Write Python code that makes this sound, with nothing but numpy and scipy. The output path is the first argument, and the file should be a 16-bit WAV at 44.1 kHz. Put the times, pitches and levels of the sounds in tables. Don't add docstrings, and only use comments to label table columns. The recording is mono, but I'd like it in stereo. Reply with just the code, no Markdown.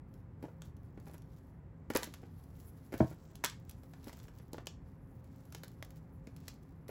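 import sys
import numpy as np
from scipy import signal
from scipy.fft import rfft, irfft
from scipy.io import wavfile

SR = 44100
rng = np.random.default_rng(int(sys.argv[2]) if len(sys.argv) > 2 else 0)


def inscribe(sig):
    pcm = np.round(np.clip(np.atleast_2d(sig).T, -1, 1) * 32767)
    wavfile.write(sys.argv[1], SR, pcm.astype(np.int16))


N = 304284
T = np.arange(N) / SR

# pitch in Hz, relative strength in dB per Hz.
RUMBLE = [(22, -39.5), (45, -1.5), (80, 0.5), (125, -1), (200, -6.5), (290, -13), (420, -16.5), (560, -24),
          (900, -23.5), (1400, -30), (2000, -32.5), (3000, -44.5), (6000, -56.5), (16000, -60.5)]
RUMBLE_DB = -53.5

# pitch in Hz, level in dB.
HUM = [(87, -64.5), (119, -63.5), (160, -61), (269, -67.5), (532, -75)]

# pitch in Hz, likeness from 0 to 1.
LIKENESS = [(60, .89), (130, .93), (250, .92), (600, .74), (1500, .42), (3000, .42), (6000, .3),
            (7000, .75), (11000, .93)]

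# pitch in Hz, difference in dB.
LEFT_DB = [(100, 2), (500, 2.3), (4000, 2.8), (8000, .7), (14000, 1)]
TOP_HZ = 16100

# pitch in Hz, relative level in dB.
WALL_RING = [(1296, -11), (1620, 9.5), (2065, 0), (2361, 7.5), (2696, 10), (2881, 9), (3526, 9.5),
             (3762, 10), (4226, 7.5), (4364, 15), (4783, 6), (5590, -37), (6600, -4.5), (7227, -15.5)]

# low edge in Hz, high edge in Hz.
TAIL_BANDS = [(150, 900), (900, 2600), (2600, 7400), (9500, 16500)]
# starting level in dB, time to fall by 60 dB in seconds.
TAILS = [(-35.5, 0.18), (-33.0, 0.23), (-34.5, 0.23), (-40.5, 0.18)]

# hardest moment in seconds, length in seconds,
# level in dB, coarse grit against fine powder in dB.
SQUEEZES = [(0.155, 0.074, -82.5, -5), (0.47, 0.094, -83, 0.5), (0.653, 0.035, -78.5, 5),
            (0.86, 0.08, -85.5, 0.5), (1.09, 0.092, -77.5, 0), (1.34, 0.097, -78, -2.5),
            (1.485, 0.079, -84.5, -2), (2.085, 0.17, -77, 6.5), (2.39, 0.16, -78, -3),
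            (2.606, 0.14, -72, -2), (2.682, 0.023, -66.5, -8.5), (2.783, 0.059, -78.5, -1),
            (2.86, 0.03, -74.5, 0), (2.989, 0.066, -67.5, 4.5), (3.093, 0.045, -70.5, 3),
            (3.23, 0.48, -87, 9), (3.696, 0.042, -93, 15.5), (3.93, 0.24, -77.5, -2),
            (4.086, 0.12, -74.5, 5.5), (4.225, 0.12, -78.5, 4.5), (4.4, 0.12, -82.5, 2),
            (4.57, 0.045, -79.5, 6), (4.896, 0.081, -86, 4), (5.157, 0.16, -81, -5.5),
            (5.412, 0.08, -89, 9), (5.572, 0.47, -81, 1), (5.75, 0.13, -95, -10), (5.973, 0.029, -78, 2),
            (6.14, 0.035, -76, -16), (6.44, 0.16, -83, 9), (6.66, 0.77, -88, -1.5)]
BUILD_SHARE, BRUSH_DB = 0.44, -101.5

# low edge in Hz, high edge in Hz, grains per second.
GRAINS = [(13800, 16000, 7000), (9900, 12800, 7000), (5000, 8200, 4000), (2700, 5500, 2200),
          (600, 2600, 900)]

# low edge in Hz, high edge in Hz.
REGISTERS = [(650, 2400), (2500, 7100), (10000, 12500), (14100, 15800)]
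FLAKE_COLOUR_DB = [-19, -3, -11, -3.5]

# pitch in Hz before scaling to the shard's # size,
# relative level in dB, multiple of the shard's fading time.
SHARD = [(3160, 15, 1.1), (3490, -22, 8), (5085, -7, 6.6), (6330, -13, 3.2)]
# start in seconds, level in dB, lowest mode in Hz, # fading time in seconds
# (each mode falls by 60 dB in this times its multiple).
CLINKS = [(4.6705, -48.5, 3050, 0.014), (5.8263, -44, 2010, 0.0043), (6.4815, -55.5, 1940, 0.0057)]
CLINK_ROOM_SHARE = .45

# start in seconds, level in dB, upper edge of the blow in Hz.
THUMPS = [(0.665, -28.5, 102), (1.953, -54, 1000), (3.003, -16, 4000), (3.442, -61, 2020)]

# pitch in Hz, level in dB within a blow,
# time to fall by 60 dB in seconds.
TUB = [(80.4, -10.5, 0.14), (125, -3.5, 0.18), (160, -15, 0.18), (214, -11, 0.097), (318, -6, 0.12),
       (420, -24, 0.14), (627.4, -8.5, 0.097), (756, -12, 0.07), (898, -18, 0.093), (1048, -19.5, 0.1),
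       (1280, -26, .07), (1524, -26, 0.07), (1640, -28.5, 0.088)]
SLAP_HZ, SLAP_STRETCH, SLAP_DB, SLAP_S = 1082, 0.566, -3.5, 0.0048

# pitch in Hz,
# relative level in dB, time to fall by 60 dB in seconds.
BLOCK = [(226, 6, 0.025), (330.4, -0.5, 0.026), (422.6, -5.5, 0.043), (641, -6, 0.023), (800, 1, 0.00096)]

# start in seconds, level in dB, brightness in dB (takes from
# the lowest register, adds to the top two), knock of the piece in dB, its lowest mode in Hz
# before a small random detuning, fade setting in ms.
CRACKS = [(0.426, -57.5, -3, -43, 290, 6.4), (0.438, -68, -3, -37.5, 280, 5.4),
          (0.4454, -73, -7, -44.5, 332, 3), (0.452, -69.5, -9, -47.5, 403, 2.6),
          (0.6196, -57.5, -4, -56, 400, 1.1), (1.067, -59.5, -4.5, -46.5, 302, 27),
          (1.096, -72, -3, -56, 450, 1.9), (1.1419, -56.5, -0.5, -48, 300, 6.1),
          (1.9015, -42.5, -3, -31.5, 270, 5.3), (1.9104, -65, -5, -53, 434, 5.8),
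          (1.936, -53, -4, -56, 400, 1.9), (1.9484, -40, -2.5, -43.5, 250, 11),
          (1.9522, -44.5, 7, -31, 420, 1.9), (1.9535, -44.5, -10, -25.5, 272, 4.8),
          (1.9613, -39.5, 1, -49, 407, 0.99), (1.9637, -44, -11, -42, 335, 1.6),
          (1.9717, -51.5, 20.5, -57.5, 600, 0.7), (2.024, -51, -3.5, -45.5, 334, 4),
          (2.0313, -41, 0, -54, 485, 1.8), (2.0415, -46, 4, -50, 218, 2.5), (2.055, -63, -3, -70, 500, 1.8),
          (2.1387, -50.5, 0.5, -55.5, 416, 3), (2.922, -57.5, -1, -42, 262, 3.8),
          (2.928, -54.5, -5, -38, 360, 4.7), (2.939, -47.5, -3, -32, 292, 8.3),
          (3.0048, -62, -14.5, -42, 480, 2.5), (3.043, -63, -2, -37, 324, 3),
          (3.126, -70.5, -11, -73, 710, 2.6), (3.439, -33, -5, -41.5, 291, 3.7),
          (3.4416, -50.5, -10.5, -43, 326, 4), (3.446, -37, 6.5, -45.5, 293, 1.35),
          (3.4521, -43.5, -6.5, -53, 606, 0.97), (3.46, -49, 2, -64, 603, 0.42),
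          (3.4981, -59, 2, -71, 600, 0.5), (3.695, -58, 10, -77, 1730, 1.16),
          (3.8333, -63.5, 0, -57, 400, 3.8), (3.9355, -63, -7, -59.5, 644, 2.6),
          (4.069, -59, -4, -42, 306, 14.5), (4.082, -59, 2, -70, 407, 1.3),
          (4.094, -57.5, -5.5, -55, 510, 3.8), (4.13, -59, -2, -56, 620, 1.3),
          (4.1993, -67, -1, -69, 1510, 0.86), (4.282, -64, -5.5, -53, 297, 1.9),
          (4.532, -55.5, 5.5, -41, 302, 1.3), (4.5433, -66, -8, -43.5, 470, 3.8),
          (4.582, -64.5, -18.5, -42.5, 385, 1.1), (4.658, -71, 7, -65, 690, 1.2),
          (4.67, -50.5, 1.5, -45, 380, 0.68), (4.6724, -63, -9, -69, 614, 1.6),
          (5.5237, -55.5, 1.5, -63, 695, 2.3), (5.5482, -50, -0.5, -52, 377, 1.5),
          (5.634, -48.5, -1, -51, 380, 2.8), (5.826, -52, -0.5, -50.5, 650, 3.1),
          (6.2711, -61.5, -4.5, -45, 250, 1.7), (6.481, -46.5, 1, -55.5, 453, 1.53),
          (6.8818, -56, 1, -65, 403, 2.6), (6.891, -52.5, -2.5, -39, 443, 14)]
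EVEN_MS, SNAP_DB = 2.68, 5.5

# start in seconds, level in dB.
CHIPS = [(0.14, -74), (0.767, -75.5), (1, -73), (1.057, -76), (1.082, -70), (1.113, -72), (1.1355, -69),
         (1.18, -68.5), (1.221, -73), (2.4386, -74.5), (2.565, -86), (3.3549, -59), (3.711, -63),
         (4.0427, -63), (4.0725, -67), (4.138, -71), (4.189, -67.5), (4.238, -71), (4.377, -78),
         (4.385, -68.5), (5.243, -76), (5.4535, -72.5), (5.582, -73), (5.645, -69), (5.6807, -64.5),
         (5.848, -64), (5.9056, -66), (6.364, -64.5), (6.6315, -79.5), (6.691, -83)]
CHIP_BRIGHT_DB, CHIP_KNOCK_DB, CHIP_MS, CHIP_HZ, CHIP_SIZE_SPREAD = 7.5, -9.5, 1.4, 1145, 0.41

# start in seconds, knock level in dB,
# lowest mode in Hz before a small random detuning.
BUMPS = [(0.4826, -49.5, 520), (0.9744, -44.5, 318), (2.0716, -45.5, 313), (2.2308, -44.5, 260),
         (3.111, -43, 257), (3.3084, -54, 348), (4.398, -48.5, 211)]
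BUMP_SCRAPE_DB, BUMP_BRIGHT_DB, BUMP_MS = -23, -9, 12


def undb(db):
    return 10 ** (np.asarray(db) / 20)


def unit(x):
    return x / np.sqrt(np.mean(x ** 2, axis=-1, keepdims=True) + 1e-30)


def band(x, lo_hz, hi_hz, order=3):
    return signal.sosfilt(signal.butter(order, [lo_hz, hi_hz], "band", fs=SR, output="sos"), x)


def over_hz(points):
    hz, value = np.transpose(points)
    bins_hz = np.arange(N // 2 + 1) * SR / N
    return np.interp(np.log(bins_hz + 1), np.log(hz), value)


def add(track, s, sound):
    i = int(s * SR)
    track[..., i:i + sound.shape[-1]] += sound[..., :max(N - i, 0)]


def walk(rate_hz):
    smooth = signal.butter(2, rate_hz, fs=SR, output="sos")
    return unit(signal.sosfilt(smooth, rng.standard_normal(N)))


def grains(size, per_s, spread_db):
    present = rng.random((2, size)) < per_s / SR
    loudness_db = spread_db * np.minimum(rng.exponential(size=size), 4)
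    return present * rng.standard_normal((2, size)) * undb(loudness_db)


def struck(modes, t, build_cycles=None):
    ring = 0
    for k, (hz, db, t60) in enumerate(modes):
        tone = (-1) ** k * undb(db - 60 * t / t60) * np.sin(2 * np.pi * hz * t)
        if build_cycles:
            tone = tone * (1 - np.exp(-hz * t / build_cycles))
        ring = ring + tone
    return ring


def rumble():
    spectrum = rfft(rng.standard_normal((2, N))) * undb(over_hz(RUMBLE))
    return unit(irfft(spectrum, N)) * undb(RUMBLE_DB)


def hum(waver=0.42, waver_hz=4.37):
    total = 0
    for hz, db in HUM:
        depth = waver * hz / HUM[0][0]
        wavering = 1 + depth * (walk(waver_hz) + 1j * walk(waver_hz))
        total = total + undb(db) * unit((wavering * np.exp(2j * np.pi * hz * T)).real)
    return total


def ports(x):
    bass_lag_s, treble_lag_s = .00014, -.000265
    first, second = rfft(x)
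    hz = np.arange(len(first)) * SR / N
    lag_s = over_hz([(5200, bass_lag_s), (6200, treble_lag_s)])
    like = over_hz(LIKENESS)
    lean = undb(over_hz(LEFT_DB) / 2)
    shared = like * first * np.exp(-2j * np.pi * hz * lag_s)
    right = shared + np.sqrt(1 - like ** 2) * second
    return irfft(np.array([first * lean, right / lean]), N)


def room(x, ring_db=-22, ring_t60=0.15, build_s=0.00032):
    t = T[:SR // 2]
    noise = rng.standard_normal((len(TAIL_BANDS), 2, len(t)))
    build = 1 - np.exp(-t / build_s)
    ring = sum(undb(db) * np.sin(2 * np.pi * (hz * t + rng.random((2, 1)))) for hz, db in WALL_RING)
    fading_ring = ring * build * undb(-60 * t / ring_t60)
    response = unit(fading_ring) * undb(ring_db) / np.sqrt(len(t))
    for hiss, (lo, hi), (db, t60) in zip(noise, TAIL_BANDS, TAILS):
        response = response + band(hiss, lo, hi, order=2) * undb(db - 60 * t / t60) * build
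    wet = signal.fftconvolve(x[:1], response, axes=1)
    wet = wet + signal.fftconvolve(x[1:], response[::-1], axes=1)
    return x + wet[:, :N] / np.sqrt(2)


def tub(build_cycles=0.87, mistune=0.046, push_s=0.00062,
        rattle_db=-19, rattle_t60=0.02, grit_db=-16, grit_t60=0.026):
    out, t = np.zeros((2, N)), T[:SR // 2]
    push = 1 - np.exp(-t / push_s)
    slap_shape = undb(SLAP_DB) * t / SLAP_S * np.exp(1 - t / SLAP_S)
    slap_cycles = np.log1p(SLAP_STRETCH * SLAP_HZ * t) / SLAP_STRETCH
    slap = slap_shape * np.sin(2 * np.pi * slap_cycles)
    for s, db, top_hz in THUMPS:
        noise = rng.standard_normal((2, len(t)))
        rattle = unit(band(noise, 90, 750, order=2)) * undb(rattle_db - 60 * t / rattle_t60)
        grit = unit(band(noise, 900, 2000)) * undb(grit_db - 60 * t / grit_t60)
        blow = (rattle + grit) * push
        one_side = slap + struck(TUB, t, build_cycles)
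        other_side = struck(TUB, t * (1 + mistune), build_cycles)
        blow = blow + np.array([one_side, other_side])
        add(out, s, undb(db) * band(blow, 48, top_hz, order=2))
    return out


def squeezing(roundness=1.37):
    fine = coarse = undb(BRUSH_DB) ** 2
    for s, length_s, db, grit_db in SQUEEZES:
        away = np.maximum((s - T) / BUILD_SHARE, (T - s) / (1 - BUILD_SHARE)) / length_s
        power = undb(db) ** 2 * np.exp(-np.minimum(away, 10) ** roundness)
        fine = fine + power
        coarse = coarse + power * undb(grit_db) ** 2
    return 10 * np.log10(fine), 10 * np.log10(coarse)


def grinding(fine, coarse, dust_db=-4.5, powder_db=1.0, sand_db=-4.0, grit_db=-1.5, crumb_db=-2.0):
    slip_db, patchy_db, spread_db = 1.6, 2., 2.8
    slip = slip_db * walk(27)
    levels = [fine + dust_db, fine + powder_db, coarse + sand_db, coarse + grit_db, coarse + crumb_db]
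    total = 0
    for (lo, hi, per_s), db in zip(GRAINS, levels):
        layer = unit(band(grains(N, per_s, spread_db), lo, hi, order=2))
        total = total + layer * undb(db + slip + patchy_db * walk(3.4))
    return total


def flakes(coarse, per_s=45, spread_db=2.0):
    clicks = grains(N, per_s, spread_db)
    return sum(unit(band(clicks, lo, hi)) * undb(coarse + db)
               for (lo, hi), db in zip(REGISTERS, FLAKE_COLOUR_DB))


def clinks():
    out = np.zeros((2, N))
    for s, db, shard_hz, t60 in CLINKS:
        scale = shard_hz / SHARD[0][0]
        modes = [(hz * scale, mode_db, t60 * longer) for hz, mode_db, longer in SHARD]
        add(out, s, undb(db) * struck(modes, T[:SR // 4]))
    return out


def fracture(db, bright_db, body_db, piece_hz, fade_ms, crack_db=0., snap_db=0., edge_db=-4.0,
             top_db=-9.5, rise_ms=0.224, spread_db=4.5, echo_db=-12, echo_ms=2.6):
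    fade, detune, crunch = .34, .05, .4
    size = SR // 12
    t = T[:size]
    ms = t * 1000
    dying = (1 - np.exp(-ms / rise_ms)) * np.exp(-(ms / (fade * fade_ms)) ** 0.5)
    snap = snap_db + SNAP_DB * np.log2(EVEN_MS / fade_ms)
    colour = [crack_db - bright_db, snap, edge_db + bright_db, top_db + bright_db]

    echo_noise = rng.standard_normal((2, size)) * np.exp(-ms / echo_ms) * (ms > 1)
    echoes = unit(echo_noise) * undb(echo_db)
    shower = 0
    for (lo, hi), colour_db in zip(REGISTERS, colour):
        clicks = unit(grains(size, 9000, spread_db) * dying) + echoes
        shower = shower + unit(band(clicks, lo, hi, order=2)) * undb(db + colour_db)

    scale = piece_hz / BLOCK[0][0] * np.exp(detune * rng.standard_normal())
    ring = struck(BLOCK, t * scale)
    shaking = rng.standard_normal((2, size)) * dying
    shake = unit(signal.fftconvolve(ring[None], shaking, axes=1)[:, :size])
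    knock = unit(ring * (1 - np.exp(-2 * ms / fade_ms))) + crunch * fade_ms / 5 * shake[0]
    body = unit(np.array([knock, shake[1]])) * undb(body_db)
    return (shower + body) * np.sqrt(.005 * SR / size)


def cracks():
    out = np.zeros((2, N))
    for s, db, bright_db, body_db, piece_hz, fade_ms in CRACKS:
        add(out, s, fracture(db, bright_db, body_db, piece_hz, fade_ms))
    for s, db in CHIPS:
        chip_hz = CHIP_HZ * np.exp(CHIP_SIZE_SPREAD * rng.standard_normal())
        add(out, s, fracture(db, CHIP_BRIGHT_DB, db + CHIP_KNOCK_DB, chip_hz, CHIP_MS))
    for s, db, piece_hz in BUMPS:
        add(out, s, fracture(db + BUMP_SCRAPE_DB, BUMP_BRIGHT_DB, db, piece_hz, BUMP_MS))
    return out


def scene():
    background = rumble() + np.array([hum(), np.zeros(N)])
    fine, coarse = squeezing()
    shards = clinks()
    near = shards * (1 - CLINK_ROOM_SHARE) + grinding(fine, coarse)
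    into_room = cracks() + tub() + flakes(coarse) + shards * CLINK_ROOM_SHARE
    return ports(room(into_room) + near + background)


def record(dry):
    return signal.sosfilt(signal.ellip(8, .2, 60, TOP_HZ, fs=SR, output="sos"), dry)


dry = scene()
out = record(dry)
inscribe(out)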